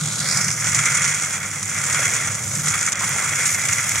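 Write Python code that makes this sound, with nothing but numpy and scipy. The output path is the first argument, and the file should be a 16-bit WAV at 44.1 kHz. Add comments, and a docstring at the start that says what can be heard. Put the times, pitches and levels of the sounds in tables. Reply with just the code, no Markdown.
"""A mulcher on a tractor chews through brush in a forest clearing, some way off.
Its blades knock and grind stems in a ringing steel hood and splinter them in a bright crackle that
swells with every bite; now and then a branch snaps, a thick stem crunches or a dry twig ticks.
Underneath, the diesel drones at nearly steady revs and the rotor rumbles.
The opening moment has a hollow, phasey colour that glides upward and fades."""
import sys
import numpy as np
from scipy import signal
from scipy.fft import rfft, irfft
from scipy.io import wavfile
from scipy.ndimage import uniform_filter1d

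SR = 44100
rng = np.random.default_rng(int(sys.argv[2]) if len(sys.argv) > 2 else 0)


def unload_audio(sound):
    """Save the sound as a 16-bit wav file, at the path given as the first command line argument."""
    columns = np.transpose(np.atleast_2d(sound))
    # keep every value between -1 and 1, then stretch to whole-number steps
    steps = np.round(np.clip(columns, -1, 1) * 32767)
    wavfile.write(sys.argv[1], SR, steps.astype(np.int16))


N = 176400

# Fader rides, ahead of the layer trims. How hard the rotor bites: time_s, grind_db, splinter_db
BITE_RIDE = [(0.0, -30, -27.5), (0.16, -31, -25.5), (0.26, -27.5, -24), (0.38, -23.5, -21),
             (0.515, -29, -25.5), (0.53, -32, -27), (0.62, -29, -26.5), (0.66, -25, -23),
             (0.85, -22.5, -21.5), (1.04, -23.5, -21.5), (1.19, -27, -25), (1.37, -26, -26.5),
             (1.39, -30, -31), (1.65, -31.5, -28.5), (1.98, -22.5, -22), (2.19, -24.5, -24),
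             (2.42, -33.5, -29), (2.55, -33.5, -24.5), (2.63, -30.5, -28), (2.66, -25.5, -20),
             (2.75, -24.5, -25), (2.89, -27, -23), (2.91, -33, -32), (2.97, -29, -19), (3.01, -24.5, -24.5),
             (3.34, -26, -24.5), (3.45, -26, -21), (3.53, -28, -20), (3.57, -29.5, -27), (3.63, -25.5, -23),
             (4.0, -26, -24.5)]
# wood knocking in the hood: time_s, level_db
KNOCK_RIDE = [(0.0, -43), (0.41, -35.5), (0.52, -42.5), (0.86, -38.5), (1.65, -43.5), (2.06, -34.5),
              (2.53, -41), (2.95, -41.5), (3.05, -38.5), (4.0, -39.5)]
# spray of fine chips: time_s, level_db
SPRAY_RIDE = [(0.0, -44), (0.37, -37.5), (1.6, -43.5), (2.06, -35.5), (2.28, -42.5), (2.65, -36.5),
              (2.9, -41), (3.35, -38), (3.53, -29.5), (3.57, -36), (4.0, -35.5)]
# the low end: time_s, exhaust_db, rumble_db
LOW_END_RIDE = [(0.0, -25.5, -61), (0.33, -30.5, -41), (0.45, -28, -38), (0.55, -32, -52),
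                (0.69, -29, -33.5), (1.19, -39.5, -45.5), (2.1, -39.5, -38.5), (2.46, -39, -37.5),
                (2.55, -25, -39), (2.7, -29.5, -35.5), (2.78, -40.5, -44), (2.96, -43, -51),
                (3.04, -39.5, -37), (3.64, -42, -42), (3.73, -34, -30), (3.82, -41.5, -44),
                (3.95, -40, -32.5)]

# dull, woody knocking: frequency_hz, relative_db
KNOCK_EQ = [(120, -9.5), (400, -2), (520, 4.5), (750, 0.5), (1000, -3), (1300, 1.5), (2500, -26.5)]
# midrange grinding: frequency_hz, relative_db
GRIND_EQ = [(600, -25), (1000, -14), (1200, -5.5), (1300, -4.5), (1400, 1), (1540, -3.5), (1800, -4),
            (2080, 1.5), (2240, -0.5), (2500, -7.5), (3020, -20.5), (3320, -6), (3700, -20.5), (4400, -22),
            (7000, -30.5)]
# bright splintering: frequency_hz, relative_db
SPLINTER_EQ = [(1500, -52.5), (3000, -14), (3900, -11.5), (4200, -15.5), (4480, -11), (4800, -11.5),
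               (5300, -6.5), (5650, -1), (5900, -2.5), (6300, 1), (6900, 2.5), (7700, -0.5), (8050, -3.5),
               (8800, -2.5), (9600, -5.5), (10300, -11.5), (12000, -40), (16000, -55)]
# airy sizzle of chips: frequency_hz, relative_db
SPRAY_EQ = [(5000, -19), (9000, 2), (10800, 5.5), (12000, -1), (13500, -4.5), (15800, -16)]
# as the load shifts, the hood's upper resonance gains what the lower loses: time_s, tilt_db
HOOD_TILT_RIDE = [(0, 0), (3.1, 0.1), (3.35, 1)]

# branches snapping: start_s, level_db
SNAP_CUES = [(0.3728, -15.5), (0.4823, -12), (0.5043, -16.5), (0.6435, -15), (0.67, -12.5), (0.747, -6.5),
             (1.0435, -12), (1.078, -13), (1.1985, -19), (1.8994, -13.5), (1.9462, -13.5), (2.8114, -16),
             (2.9208, -12.5), (2.929, -17), (2.9555, -7), (3.687, -14), (3.7838, -15), (3.957, -12.5)]
# sharp edge of a snap: frequency_hz, relative_db
SNAP_EQ = [(100, -20), (900, -10.5), (2000, -6), (3000, -7), (4300, -10.5), (6700, 5), (9300, -4.5),
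           (11500, -22), (16000, -44)]
# thick stems crunching: start_s, level_db, pitch_hz
CRUNCH_CUES = [(3.01, -26.5, 980), (3.16, -33.5, 764), (3.22, -27.5, 1150)]
# dry twigs breaking: start_s, level_db
TWIG_CUES = [(0.624, -27), (1.198, -36), (3.0265, -22), (3.092, -13), (3.893, -14)]
# thin, bright tick of a twig: frequency_hz, relative_db
TWIG_EQ = [(2000, -19), (6800, -1), (10000, 2), (16000, -10)]

# the revs sag under load: time_s, cycle_hz
REV_CURVE = [(0, 19.05), (1.3, 18.82), (2.3, 18.68), (3.1, 18.82), (4, 18.48)]
# tones of the exhaust: cycle_multiple, relative_db
EXHAUST_ORDERS = [(6, -8), (8, -3), (10, -14.5)]
# steady hums of the drive at working revs: pitch_hz, level_db
DRIVE_HUMS = [(99.7, -45.5), (199.5, -50), (311, -57), (503, -63.5), (791, -57), (903, -60.5),
              (1108, -58.5), (2217, -52)]
# breath of the exhaust pipe: frequency_hz, relative_db
PIPE_EQ = [(70, -25), (115, -11.5), (140, 2), (165, -3.5), (200, -8), (250, -15.5), (400, -30), (900, -44)]
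# rumble of the rotor: frequency_hz, relative_db
RUMBLE_EQ = [(26, -56), (45, -31), (65, -13), (85, -5), (105, 5), (125, -0.5), (170, -10), (400, -35)]

# how alike left and right are: frequency_hz, correlation
STEREO_LIKENESS = [(100, .985), (2200, .975), (2900, .6), (3400, .85), (4300, .45), (5800, .77),
                   (7500, .72), (9500, .64), (11500, .28)]
# balance of the two microphones: frequency_hz, left_minus_right_db
STEREO_BALANCE = [(150, -.8), (2200, -.5), (2800, -5), (3400, -2), (4500, 3), (5500, -3), (7000, -2),
                  (8200, 0), (10000, 0), (11400, 6.5), (14000, .5)]
# phase between the two microphones: frequency_hz, left_lead_rad
STEREO_PHASE = [(150, .12), (1400, .05), (2200, 0), (2600, -.4), (3200, 1.2), (4000, 1.7), (4900, -1),
                (5600, -.4), (6100, .4), (7700, .8), (8500, 1.8), (9700, 1.7), (10500, 3)]
# hollow sweep at the opening: time_s, notch_hz, notch_db, peak_hz, peak_db
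HOLLOW_SWEEP = [(0, 1850, -19, 4100, 12), (.16, 1950, -18, 4150, 13), (.22, 2400, -14, 4300, 17),
                (.3, 3000, -15, 4650, 19), (.45, 3650, -12, 5100, 9), (.7, 3900, 0, 5500, 0)]

KNOCK_TRIM_DB, GRIND_TRIM_DB, SPLINTER_TRIM_DB, SPRAY_TRIM_DB = -2.5, -0.5, 1, 1.5
EXHAUST_TRIM_DB, PIPE_TRIM_DB, RUMBLE_TRIM_DB = -2.5, -2, 1
ROTOR_HZ, CYCLE_HZ = 27.7, 18.82  # rotor turns and four-stroke cycles at working revs
BLADE_ROWS, TURN_THROB_DB, BLADE_THROB_DB = 3, 0.73, 0.9


def mulcher(clock):
    """The blades knock, grind and splinter the brush and spray chips, throbbing as the rotor turns."""
    grind_db, splinter_db = automation(BITE_RIDE)
    knock_db, = automation(KNOCK_RIDE)
    spray_db, = automation(SPRAY_RIDE)
    angle = 2 * np.pi * ROTOR_HZ * clock
    throb_db = TURN_THROB_DB * np.sin(angle) + BLADE_THROB_DB * np.sin(BLADE_ROWS * angle)
    thuds = fractures(throb_db, per_s=170, spread_db=3.5, decay_s=0.0088, bed=0.46)
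    heavy = fractures(throb_db, per_s=320, spread_db=4.0, decay_s=0.0045, bed=0.85)
    fine = fractures(throb_db, per_s=300, spread_db=4.5, decay_s=0.004, bed=0.61)
    ticks = fractures(throb_db, per_s=340, spread_db=1.5, decay_s=0.00012, bed=0.046)
    chips = fractures(throb_db, per_s=370, spread_db=3.5, decay_s=0.001, bed=0.96)
    crackle = unit_rms(fine + from_db(-5.5) * ticks)
    sizzle = unit_rms(chips + 0.56 * crackle[::-1])  # the crackle joins with its sides swapped
    knock = colour(thuds * from_db(knock_db + KNOCK_TRIM_DB), KNOCK_EQ)
    grind = colour(unit_rms(heavy + .5 * fine) * from_db(grind_db + GRIND_TRIM_DB), GRIND_EQ)
    splinter = colour(duck() * crackle * from_db(splinter_db + SPLINTER_TRIM_DB), SPLINTER_EQ)
    spray = colour(duck() * sizzle * from_db(spray_db + SPRAY_TRIM_DB), SPRAY_EQ)
    return foliage(knock + hood(grind) + splinter + spray)


def fractures(throb_db, per_s, spread_db, decay_s, bed):
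    """Stems break at random, each in a short noise burst, over a bed of countless small fibres."""
    sizes = from_db(spread_db * np.minimum(rng.exponential(1, N), 4))
    breaks = rng.random(N) < per_s / SR
    power = die_away(breaks * sizes ** 2, decay_s)
    power = power / (uniform_filter1d(power, SR // 8) + 1e-12) + bed  # even out the slow swells
    return unit_rms(np.sqrt(power) * from_db(throb_db) * rng.standard_normal((2, N)))


def hood(x, low_hz=1410, high_hz=2130, swing_db=1.6):
    """The steel hood's two resonances swell and fade separately."""
    tilt_db, = automation(HOOD_TILT_RIDE)
    for hz, db in ((low_hz, -tilt_db), (high_hz, tilt_db)):
        x = gliding_bell(x, np.full(N, hz), db + swing_db * drift(4.7), q=2.6)
    return x


def duck(start_s=2.936, end_s=2.99, depth_db=-13):
    """Gain for splinters, spray and snaps: they drop for a moment and come straight back."""
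    t = np.arange(N) / SR
    return from_db(depth_db * ((t > start_s) & (t < end_s)))


def branches():
    """Each branch snaps with a sharp crack and a short tail of tearing fibres."""
    hits = strikes(SNAP_CUES)
    crack = from_db(-1.5) * die_away(hits, decay_s=0.00089)
    tear = from_db(-7) * die_away(hits, decay_s=0.01)
    return foliage(colour(duck() * (crack + tear) * rng.standard_normal((2, N)), SNAP_EQ))


def crunches():
    """Each thick stem tears in a short burst that rings at its own hollow, woody pitch."""
    out = 0
    for start_s, level_db, pitch_hz in CRUNCH_CUES:
        resonance = signal.iirpeak(pitch_hz, Q=3.4, fs=SR)
        wood = unit_rms(signal.lfilter(*resonance, rng.standard_normal((2, N))))
        out = out + wood * die_away(strikes([(start_s, level_db)]), decay_s=0.041)
    return foliage(out)


def twigs():
    """Each dry twig breaks in one short, bright tick."""
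    envelope = die_away(strikes(TWIG_CUES), decay_s=0.0012)
    return foliage(colour(envelope * rng.standard_normal((2, N)), TWIG_EQ))


def engine(clock, pipe_follow=0.46):
    """The low bed: exhaust tones over the breath of the pipe, rotor rumble and hums of the drive."""
    exhaust_db, rumble_db = automation(LOW_END_RIDE)
    orders = sum(drive_tone(clock, multiple * CYCLE_HZ, db) for multiple, db in EXHAUST_ORDERS)
    drone = from_db(exhaust_db + EXHAUST_TRIM_DB) * orders
    # the pipe noise swells less than the tones, so the note firms up under load
    pipe_db = exhaust_db.mean() + pipe_follow * (exhaust_db - exhaust_db.mean())
    pipe = from_db(pipe_db + PIPE_TRIM_DB) * foliage(colour(rng.standard_normal((2, N)), PIPE_EQ))
    rumble = foliage(colour(rng.standard_normal((2, N)), RUMBLE_EQ))
    hums = sum(drive_tone(clock, hz, db) for hz, db in DRIVE_HUMS)
    return drone + pipe + from_db(rumble_db + RUMBLE_TRIM_DB) * rumble + hums


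def drive_tone(clock, hz, db, waver_db=0.9):
    """One tone of the drive train: its pitch follows the revs and its level wavers."""
    amplitude = np.sqrt(2) * from_db(db + waver_db * drift(5.5))
    return amplitude * np.sin(2 * np.pi * (hz * clock + rng.random()))


def drive_clock(rev_wander=0.001922):
    """Running time of the drive train in seconds, sagging and wavering with the revs."""
    cycle_hz, = automation(REV_CURVE)
    return np.cumsum(cycle_hz / CYCLE_HZ + rev_wander * drift(1.41)) / SR


def foliage(pair):
    """Two signals become left and right: alike in the bass, scattered wide by foliage in the treble."""
    alike = at_bins(STEREO_LIKENESS)
    mid, side = rfft(pair)
    return irfft(np.sqrt((1 + alike) / 2) * mid + np.sqrt((1 - alike) / 2) * side * [[1], [-1]], N)


def hollow(pair, left_share=0.34):
    """The opening's rising, phasey colour, strongest on the right: a peak between two notches."""
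    notch_hz, notch_db, peak_hz, peak_db = automation(HOLLOW_SWEEP)
    sides = []
    for x, share in zip(pair, (left_share, 1)):
        x = gliding_bell(x, notch_hz, share * notch_db, q=3.7)
        x = gliding_bell(x, peak_hz, share * peak_db, q=2.7)
        sides.append(gliding_bell(x, 1.42 * peak_hz, -0.41 * share * peak_db, q=2.7))
    return np.array(sides)


def gliding_bell(x, hz, db, q, block=128):
    """A bell EQ whose centre and gain move block by block."""
    out, state = np.zeros_like(x), np.zeros(x.shape[:-1] + (2,))
    for i in range(0, N, block):
        omega, gain = 2 * np.pi * hz[i] / SR, from_db(db[i] / 2)
        width = np.sin(omega) / (2 * q)
        top, bottom = ([1 + width * g, -2 * np.cos(omega), 1 - width * g] for g in (gain, 1 / gain))
        out[..., i:i + block], state = signal.lfilter(top, bottom, x[..., i:i + block], zi=state)
    return out


def colour(x, eq):
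    """Minimum-phase EQ with unit power gain: nothing rings ahead of an attack."""
    cepstrum = irfft(np.log(unit_rms(from_db(at_bins(eq)))), N)
    cepstrum[1:N // 2] *= 2
    cepstrum[N // 2 + 1:] = 0
    return irfft(rfft(x) * np.exp(rfft(cepstrum)), N)


def strikes(cues):
    """One impulse for each cue."""
    start_s, level_db = np.transpose(cues)
    hits = np.zeros(N)
    hits[(start_s * SR).astype(int)] = from_db(level_db)
    return hits


def die_away(hits, decay_s):
    """Give each hit an instant attack and an exponential tail."""
    return signal.lfilter([1], [1, -np.exp(-1 / (decay_s * SR))], hits + 1e-18)


def drift(rate_hz, step=40, settle=2000):
    """Slow random modulation with an rms of about 1."""
    pole = np.exp(-2 * np.pi * rate_hz * step / SR)
    noise = rng.standard_normal(N // step + settle + 2)
    slow = signal.lfilter([1], [1, -2 * pole, pole * pole], noise)[settle:]
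    return np.interp(np.arange(N) / step, np.arange(len(slow)), unit_rms(slow))


def automation(rows):
    """Each lane of a time table at every sample."""
    time_s, *lanes = np.transpose(rows)
    return [np.interp(np.arange(N) / SR, time_s, lane) for lane in lanes]


def at_bins(points):
    """A frequency table read at every FFT bin, on a log axis."""
    hz, value = np.transpose(points)
    return np.interp(np.log(np.arange(N // 2 + 1) * SR / N + 1e-3), np.log(hz), value)


def from_db(db):
    """Decibels to gain."""
    return 10 ** (np.asarray(db) / 20)


def unit_rms(x):
    """Scale to an rms of 1."""
    return x / np.sqrt(np.mean(x ** 2) + 1e-20)


def scene():
    """Engine and mulcher turn together; branches, twigs and thick stems break out of the shredding."""
    clock = drive_clock()
    return engine(clock) + mulcher(clock) + branches() + twigs() + crunches()


def record(dry, ceiling=.75, low_cut_hz=39, high_cut_hz=15850):
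    """Add the hollow sweep and the microphones' colour and phase; round the peaks, cut lows and top."""
    sides = np.array([[.5], [-.5]])
    balance = from_db(sides * at_bins(STEREO_BALANCE))
    phase = np.exp(1j * sides * at_bins(STEREO_PHASE))
    heard = irfft(rfft(hollow(dry)) * balance * phase, N)
    heard = heard / (1 + (heard / ceiling) ** 4) ** .25
    heard = signal.sosfilt(signal.butter(2, low_cut_hz, "high", fs=SR, output="sos"), heard)
    return signal.sosfilt(signal.ellip(12, .1, 90, high_cut_hz, fs=SR, output="sos"), heard)


dry = scene()
out = record(dry)
unload_audio(out)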